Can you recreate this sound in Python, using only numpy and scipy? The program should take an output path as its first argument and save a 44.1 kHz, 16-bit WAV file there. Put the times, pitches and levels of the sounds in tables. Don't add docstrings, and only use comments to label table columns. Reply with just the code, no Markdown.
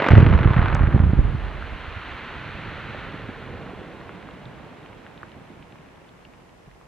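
import sys
import numpy as np
from scipy import signal
from scipy.fft import rfft, irfft, next_fast_len
from scipy.io import wavfile
from scipy.ndimage import map_coordinates

SR = 44100
rng = np.random.default_rng(int(sys.argv[2]) if len(sys.argv) > 2 else 0)


def persist_wave(psi):
    counts = np.round(np.clip(psi, -1, 1) * 32767).astype(np.int16)
    wavfile.write(sys.argv[1], SR, np.atleast_2d(counts).T)


N = 302967

CRACKS = [(.001, -4), (.0222, -3.5), (.0436, -5.5), (.0645, -4.5), (.0703, -6.5), (.087, -1), (.1053, -9),
          (.1112, -10), (.1184, -6), (.1292, -10.5), (.1533, -3.5), (.179, -11), (.199, -9), (.2423, -14.5),
          (.2645, -7), (.2884, -16), (.3088, -15.5), (.3277, -8), (.337, -9), (.3507, -14.5), (.378, -13.5),
          (.3894, -11), (.4113, -13.5), (.4315, -12.5), (.4372, -12), (.4466, -13), (.475, -13),
          (.5048, -13), (.5345, -11.5), (.543, -14), (.5647, -14.5), (.5803, -11), (.593, -14.5),
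          (.6168, -11.5), (.6268, -10.5), (.6378, -14.5), (.6507, -17), (.6585, -8), (.6834, -9),
          (.701, -14.5), (.7273, -11.5), (.7524, -12.5), (.766, -15), (.7933, -18), (.8203, -17),
          (.8322, -16.5), (.871, -18), (.9268, -18.5), (.957, -22), (.977, -22), (.9932, -19.5)]
CHARGES = [(.11, -4, 6.5), (.121, -8.5, 4.3), (.135, 3, 5.1), (0.164, -10, 6.9), (.172, 0.5, 5.8),
           (.182, 4.5, 5), (.204, -6, 5.2), (0.229, -1, 4), (0.256, -10, 6.9), (.267, -10.5, 2.8),
           (.274, -9, 7.1), (0.304, -10, 11), (.331, -7.5, 4.2), (.341, -11.5, 5), (.351, -7, 7.4),
           (.411, -10.5, 5.4), (.458, -3, 6.4), (.477, -6.5, 9.3), (0.509, -9.5, 4.6), (.568, -8.5, 3.8),
           (0.592, -6.5, 6.7), (.62, -12, 8.5), (0.644, -15.5, 5.5), (.727, -13, 11), (.745, -11, 6),
           (0.752, -16, 10), (0.811, -8, 9.3), (0.837, -7, 8), (0.876, -10.5, 7), (.939, -13, 3.5),
           (.947, -3, 5.7), (0.963, -7.5, 3.3), (1.003, -4, 6.8), (1.023, -13.5, 12), (1.038, -6.5, 7.9),
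           (1.069, -11, 7.3), (1.095, -10.5, 7.4), (1.134, -9.5, 3.1), (1.176, -13.5, 9), (1.192, -3, 11.2),
           (1.251, -14, 14), (1.35, -16, 4.8)]
TICK = (.7485, -29, 6000)
ECHOES = [(1.438, -26.5, 79.4), (1.543, -28.5, 70), (1.632, -26, 65.4), (1.697, -31, 65),
          (1.871, -26.5, 80), (1.961, -26.5, 94), (2.108, -32, 90)]
ROCKS = [(1.624, -25.5, 1410, 1), (2.889, -32, 129, .5), (2.947, -26, 630, .7), (3.142, -29.5, 212, 0.37),
         (3.289, -26, 238, 0.52), (3.499, -33, 120, 0.46), (3.531, -30.5, 86, 0.54),
         (3.613, -32, 398, 0.46), (3.626, -34, 2300, 1.2), (3.66, -36, 198, .5), (3.667, -31, 1200, 0.87),
         (3.706, -33, 1080, 0.89), (3.749, -33, 900, 0.74), (3.816, -29, 373, .6), (4.013, -32, 1290, 0.89),
         (4.093, -28, 1250, 0.82), (4.2277, -36, 2080, 1.4), (4.2727, -40, 2200, 1.4),
         (4.288, -32.5, 1140, 0.84), (4.31, -40, 2800, 1.5), (4.4555, -34, 3600, 2.5),
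         (4.458, -32.5, 152, .5), (4.597, -34, 905, .8), (4.861, -36.5, 2200, 1.5), (4.93, -36, 1900, .8),
         (5.065, -32.5, 1600, .7), (5.105, -34.5, 560, 0.42), (5.177, -39, 3400, 1.9),
         (5.2312, -26, 1270, 1.3), (5.3176, -38, 3000, 2.7), (5.362, -35.5, 162, .5),
         (5.378, -43.5, 169, 0.41), (5.501, -39, 160, .5), (5.57, -40, 123, 0.56), (5.605, -41, 150, .5),
         (5.626, -40, 2370, 1.6), (5.724, -37, 2900, 0.8), (5.729, -42, 274, 0.46),
         (5.757, -37.5, 1130, .9), (5.7863, -44, 2300, 1.5), (5.792, -40, 140, 0.59),
         (5.887, -46, 2400, 1.5), (6.016, -41, 405, .6), (6.017, -47, 2780, 1.9), (6.092, -43, 3520, 2.3),
         (6.251, -38.5, 2830, 3.7), (6.3364, -43.5, 2400, 1.7), (6.493, -46, 2600, 1.7),
         (6.674, -42, 145, 0.54), (6.713, -44.5, 1940, 1.4), (6.7485, -49, 2500, 1.6),
         (6.812, -40, 1020, .7)]
CHIPS = (3.8, -45, 3.8, 2950)

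# rise until t/s, fade from t/s, relative level/dB, rise/(dB/s), fade/(dB/s)
NEAR_STRING = (0, 0.18, -22.5, 100, 60.5)
FAR_STRING = (0.56, 0.6746, -26.5, 11, 23)
HEAVE = (.16, .18, -13, 150, 23)
GROUND_SURGE = (.88, 1.15, -21, 40, 28)
ROLL_RETURN = (1.9, 1.98, -43, 70, 75)
LOW_FLOOR = (-1.5, 3, -59, 25, -0.3)
RUBBLE_BURST = (1.7, 1.43, -39.5, 7.5, 20)
GRIT_RUSH = (2, 3, -41, 7.5, 19)
GRIT_TRICKLE = (0.2, 3.5, -48, 17, 4)
BOULDER_FALL = (2.5, 3, -38.5, 20.5, 5)
RUBBLE_FALL = (2.5, 4, -45, 2.5, 3.5)
SLUMP = (3.54, 3.68, -43.5, 90, 45)
SLIDE = (3.6, 3.82, -45.5, 14, 55)

# f/Hz, relative level/dB
HISS = [(30, 6), (500, -17), (3000, 6.5), (5000, 15), (7000, 12), (9000, 8.5), (12000, 4.5), (14400, -1.5),
        (15400, -12.5)]
NEAR_CRACKLE = [(30, -21.5), (100, -4), (200, -1.5), (450, 3), (800, 0), (1400, -0.5), (2000, -3.5),
                (3000, -12.5), (4200, -24.5), (5000, -35), (7000, -46.5), (10000, -67.5), (15000, -79)]
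FAR_CRACKLE = [(100, -16.5), (300, -6.5), (600, -4), (900, 0), (1450, 0), (2000, -6.5), (3000, -16),
               (4200, -27.5), (5000, -42.5), (7000, -54), (10000, -74), (15000, -76)]
GROUND = [(12, -40.5), (25, -9.5), (42, -1), (85, -3), (125, -2.5), (200, -15), (350, -19), (600, -29),
          (1500, -65.5), (4000, -120)]
ROLL = [(12, -43), (25, -13.5), (45, 4), (70, -2.5), (110, -9), (170, -15), (300, -27.5), (1000, -78)]
GRIT = [(300, -35), (800, -6), (1400, 1), (2000, -2), (2800, -6.5), (3500, -12), (4300, -17), (5000, -33.5),
        (6300, -34), (8000, -57.5), (15000, -73.5)]
RUBBLE = [(80, -29.5), (170, -0.5), (280, 3.5), (430, 2), (700, 1), (1100, -2.5), (1600, -30.5),
          (2500, -21), (5000, -34), (10000, -120)]
BOULDERS = [(12, -34), (30, -4), (60, -3.5), (105, 0), (180, -4.5), (280, -13), (500, -15), (1000, -37),
            (3000, -120)]
COBBLES = [(12, -41), (30, -10), (60, -6), (110, -0.5), (170, 0), (280, -8.5), (500, -12.5), (1000, -44.5),
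           (3000, -120)]
SCREE = [(120, -35.5), (300, -7), (410, 0.5), (560, -6), (750, -11.5), (1300, -34.5), (4000, -90)]

LIKENESS = [(30, .995), (120, .995), (280, .96), (1000, .985), (2000, .975), (4000, .93), (8000, .8)]
BALANCE = [(60, -2.5), (150, -2), (400, -2), (1000, -3), (2000, -0.5), (4000, -1.5)]
HILL_DECAY = [(60, 1.3), (400, 0.39), (2000, 0.12), (8000, 0.28)]


def amp(db):
    return 10 ** (np.asarray(db) / 20)


def unit(x):
    return x / np.sqrt(np.mean(x ** 2) + 1e-20)


def along(points, hz):
    f, v = np.transpose(points)
    return np.interp(np.log(hz + 1), np.log(f + 1), v)


def clock():
    return np.arange(N) / SR


def ramp(start, end):
    return np.clip((clock() - start) / max(end - start, 1e-3), 0, 1)


def wobble(rate):
    return map_coordinates(rng.standard_normal(int(N * rate / SR) + 4), [clock() * rate])


def swells(*rows):
    t, power = clock(), 0
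    for from_s, until_s, db, rise, fade in rows:
        power += amp(db - rise * np.maximum(from_s - t, 0) - fade * np.maximum(t - until_s, 0)) ** 2
    return np.sqrt(power)


def blend(share, first, second):
    return np.sqrt(1 - share) * first + np.sqrt(share) * second


def add(track, s, sound):
    i = max(round(s * SR), 0)
    track[i:i + len(sound)] += sound[:N - i]


def filtered(x, response):
    size = next_fast_len(N + SR // 2)
    return irfft(rfft(x, size) * response(np.fft.rfftfreq(size, 1 / SR)), size)[..., :N]


def lowpass(x, edge_hz, order):
    return filtered(x, lambda hz: 1 / np.sqrt(1 + (hz / edge_hz) ** (2 * order)))


def impulse(spectrum, size=4096):
    cepstrum = irfft(np.log(amp(along(spectrum, np.fft.rfftfreq(size, 1 / SR)))))
    cepstrum[1:size // 2] *= 2
    cepstrum[size // 2 + 1:] = 0
    pulse = irfft(np.exp(rfft(cepstrum)))
    return pulse / np.abs(pulse).max()


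def shower(spectrum, rate, spread_db, wash, width=1):
    sizes = amp(spread_db * np.clip(rng.standard_normal(N), -2, 2)) * rng.choice([-1, 1], N)
    blows = unit(sizes * (rng.random(N) < rate / SR))
    hail = unit(blows + wash * rng.standard_normal(N))
    diffuse = rng.standard_normal(N)
    pair = signal.fftconvolve([hail, diffuse], impulse(spectrum)[None], axes=1)[:, :N]
    angle = lambda hz: np.minimum(width * np.arccos(along(LIKENESS, hz)) / 2, np.pi / 4)
    mid, side = filtered(pair, lambda hz: np.array([np.cos(angle(hz)), np.sin(angle(hz))]))
    return unit(np.array([mid + side, mid - side]))


def knock(pitch_hz, cycles, grind):
    phase = np.arange(SR // 8) / SR * pitch_hz
    band = signal.butter(2, [pitch_hz * .6, min(pitch_hz * 1.35, SR / 2 - 1)], "band", fs=SR)
    crush = unit(signal.lfilter(*band, rng.standard_normal(len(phase))))
    ring = np.sin(2 * np.pi * phase) * np.exp(-phase / cycles)
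    attack = 1 - np.exp(-(phase / .5) ** 2)
    blow = attack * (ring + grind * crush * np.exp(-phase / (2.5 * cycles)))
    return blow / np.abs(blow).max()


def hills(x):
    hz, t, noise = signal.stft(rng.standard_normal((2, SR)), SR, nperseg=256)
    tail = signal.istft(noise * amp(-60 * t / along(HILL_DECAY, hz)[:, None]), SR, nperseg=256)[1]
    return signal.fftconvolve(x[None], tail / np.linalg.norm(tail[0]), axes=1)[:, :N]


def placed(x, lead_ms, lean):
    early = lambda hz: np.exp(1j * np.pi * np.outer([1, -1], hz) * lead_ms / 1000)
    return filtered(x, lambda hz: early(hz) * amp(np.outer([.5, -.5], lean * along(BALANCE, hz))))


def hiss(level_db=-69):
    return amp(level_db) * unit(filtered(rng.standard_normal((2, N)), lambda hz: amp(along(HISS, hz))))


def volley(crackle_db=-3, crack_db=3, echo_db=-12, scatter=0.058):
    far = ramp(0.14, 0.63)
    crackle = blend(far, shower(NEAR_CRACKLE, rate=650, spread_db=3.5, wash=0.69),
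                    shower(FAR_CRACKLE, rate=450, spread_db=1.0, wash=0.98, width=1.7))
    crackle *= amp(crackle_db) * swells(NEAR_STRING, FAR_STRING)
    snaps, t = np.zeros(N), np.arange(SR // 100) / SR
    for s, db in CRACKS:
        broken = scatter * rng.standard_normal(len(t)) * amp(-60 * t / 0.028)
        add(snaps, s, amp(db + crack_db) * ((t == 0) * 0.5 + broken))
    cracks = signal.fftconvolve(snaps * (1 - far), impulse(NEAR_CRACKLE))[:N]
    cracks += signal.fftconvolve(snaps * far, impulse(FAR_CRACKLE))[:N]
    return crackle + cracks + amp(echo_db) * hills(cracks)


def charges(suck=0.52, suck_ms=0.89, damping=1.33, trim_db=1.7, echo_db=-23):
    track = np.zeros(N)
    ms = np.arange(-SR // 20, SR // 20) * 1000 / SR
    before, after = np.maximum(-ms, 0) / suck_ms, np.maximum(ms, 0)
    dip = suck * before * np.exp(1 - before)
    for s, db, push_ms in CHARGES:
        push = np.sin(np.pi * after / push_ms) * np.exp(-damping * after / push_ms)
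        add(track, s - 1 / 20, amp(db + trim_db) * (push / push.max() - dip))
    track = lowpass(track, edge_hz=750, order=2)
    return track + amp(echo_db) * hills(track)


def rumble():
    ground = blend(ramp(0.93, 1.45), shower(GROUND, rate=200, spread_db=2.0, wash=0.75),
                   shower(ROLL, rate=480, spread_db=7.5, wash=0.76))
    return ramp(.11, .13) * swells(HEAVE, GROUND_SURGE, ROLL_RETURN, LOW_FLOOR) * ground


def rockfall(grit_db=1.5, surge_db=0.34, lurch_db=0.5):
    def thinning(spectrum):
        return blend(ramp(3.67, 6.87), shower(spectrum, rate=2500, spread_db=2.0, wash=0.9, width=1.54),
                     shower(spectrum, rate=300, spread_db=3.0, wash=1.0, width=7.4))

    surge = surge_db * wobble(9)
    tumble = blend(ramp(3.34, 3.88), shower(BOULDERS, rate=140, spread_db=0.0, wash=0.93, width=1.5),
                   shower(COBBLES, rate=140, spread_db=-0.5, wash=0.81, width=2.4))
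    boulders = swells(BOULDER_FALL, SLUMP) * amp(surge + lurch_db * wobble(4.5)) * tumble
    rubble = swells(RUBBLE_BURST, RUBBLE_FALL) * amp(surge) * thinning(RUBBLE)
    grit = swells(GRIT_RUSH, GRIT_TRICKLE) * amp(grit_db + .5 * surge) * thinning(GRIT)
    return boulders + ramp(0.43, 1.41) * (rubble + grit)


def tick(again_s=0.0014, again_db=-4):
    track = np.zeros(N)
    s, db, pitch_hz = TICK
    for delay, drop_db in ((0, 0), (again_s, again_db)):
        add(track, s + delay, amp(db + drop_db) * knock(pitch_hz, cycles=1.5, grind=0.37))
    return lowpass(track, edge_hz=7500, order=5)


def echoes():
    track = np.zeros(N)
    for s, db, pitch_hz in ECHOES:
        add(track, s, amp(db) * knock(pitch_hz, cycles=.7, grind=0.24))
    return track


def rocks(trim_db=1.5, echo_db=-13):
    track = np.zeros(N)
    for s, db, pitch_hz, cycles in ROCKS + stone_chips():
        add(track, s, amp(db + trim_db) * knock(pitch_hz, cycles, grind=0.27))
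    track = lowpass(track, edge_hz=4000, order=5)
    return track + amp(echo_db) * hills(track)


def slide():
    return swells(SLIDE) * shower(SCREE, rate=160, spread_db=2.5, wash=.6, width=1.5)


def stone_chips(count=150, spread_db=1.0, pitch_spread=0.24, cycles=1.2):
    from_s, first_db, fade_db_per_s, typical_hz = CHIPS
    size, pitch, late = np.clip(rng.standard_normal((count, 3)).T, -2, 2)
    after_s = (N / SR - from_s) * np.clip(np.arange(count) + .5 + late, 0, count - .5) / count
    level_db = first_db - fade_db_per_s * after_s + spread_db * size
    pitch_hz = np.minimum(typical_hz * np.exp(pitch_spread * pitch), SR / 10)
    return list(zip(from_s + after_s, level_db, pitch_hz, np.full(count, cycles)))


def scene():
    debris = rockfall() + slide() + rocks()
    blast = charges() + echoes() + rumble() + volley()
    settling = ramp(5.7, 5.701)
    right = placed(blast + (1 - settling) * debris, lead_ms=0.017, lean=0.99)
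    middle = placed(settling * debris, lead_ms=0.02, lean=0.14)
    return right + middle + tick() + hiss()


def record(dry, ceiling=0.9, hardness=40, low_cut_hz=23, leak_hz=52, splutter_db=-53, top_hz=15400):
    capsules = lambda hz: np.array([1j * hz / (1j * hz + leak_hz), np.ones(len(hz))])
    low_cut = lambda hz: hz ** 3 / np.sqrt(hz ** 6 + low_cut_hz ** 6)
    heard = filtered(dry, lambda hz: capsules(hz) * low_cut(hz))
    clipped = heard / (1 + np.abs(heard / ceiling) ** hardness) ** (1 / hardness)
    splutter = amp(splutter_db) * (np.abs(heard) > ceiling) * rng.standard_normal(heard.shape)
    return filtered(clipped + splutter, lambda hz: hz < top_hz)


dry = scene()
out = record(dry)
persist_wave(out)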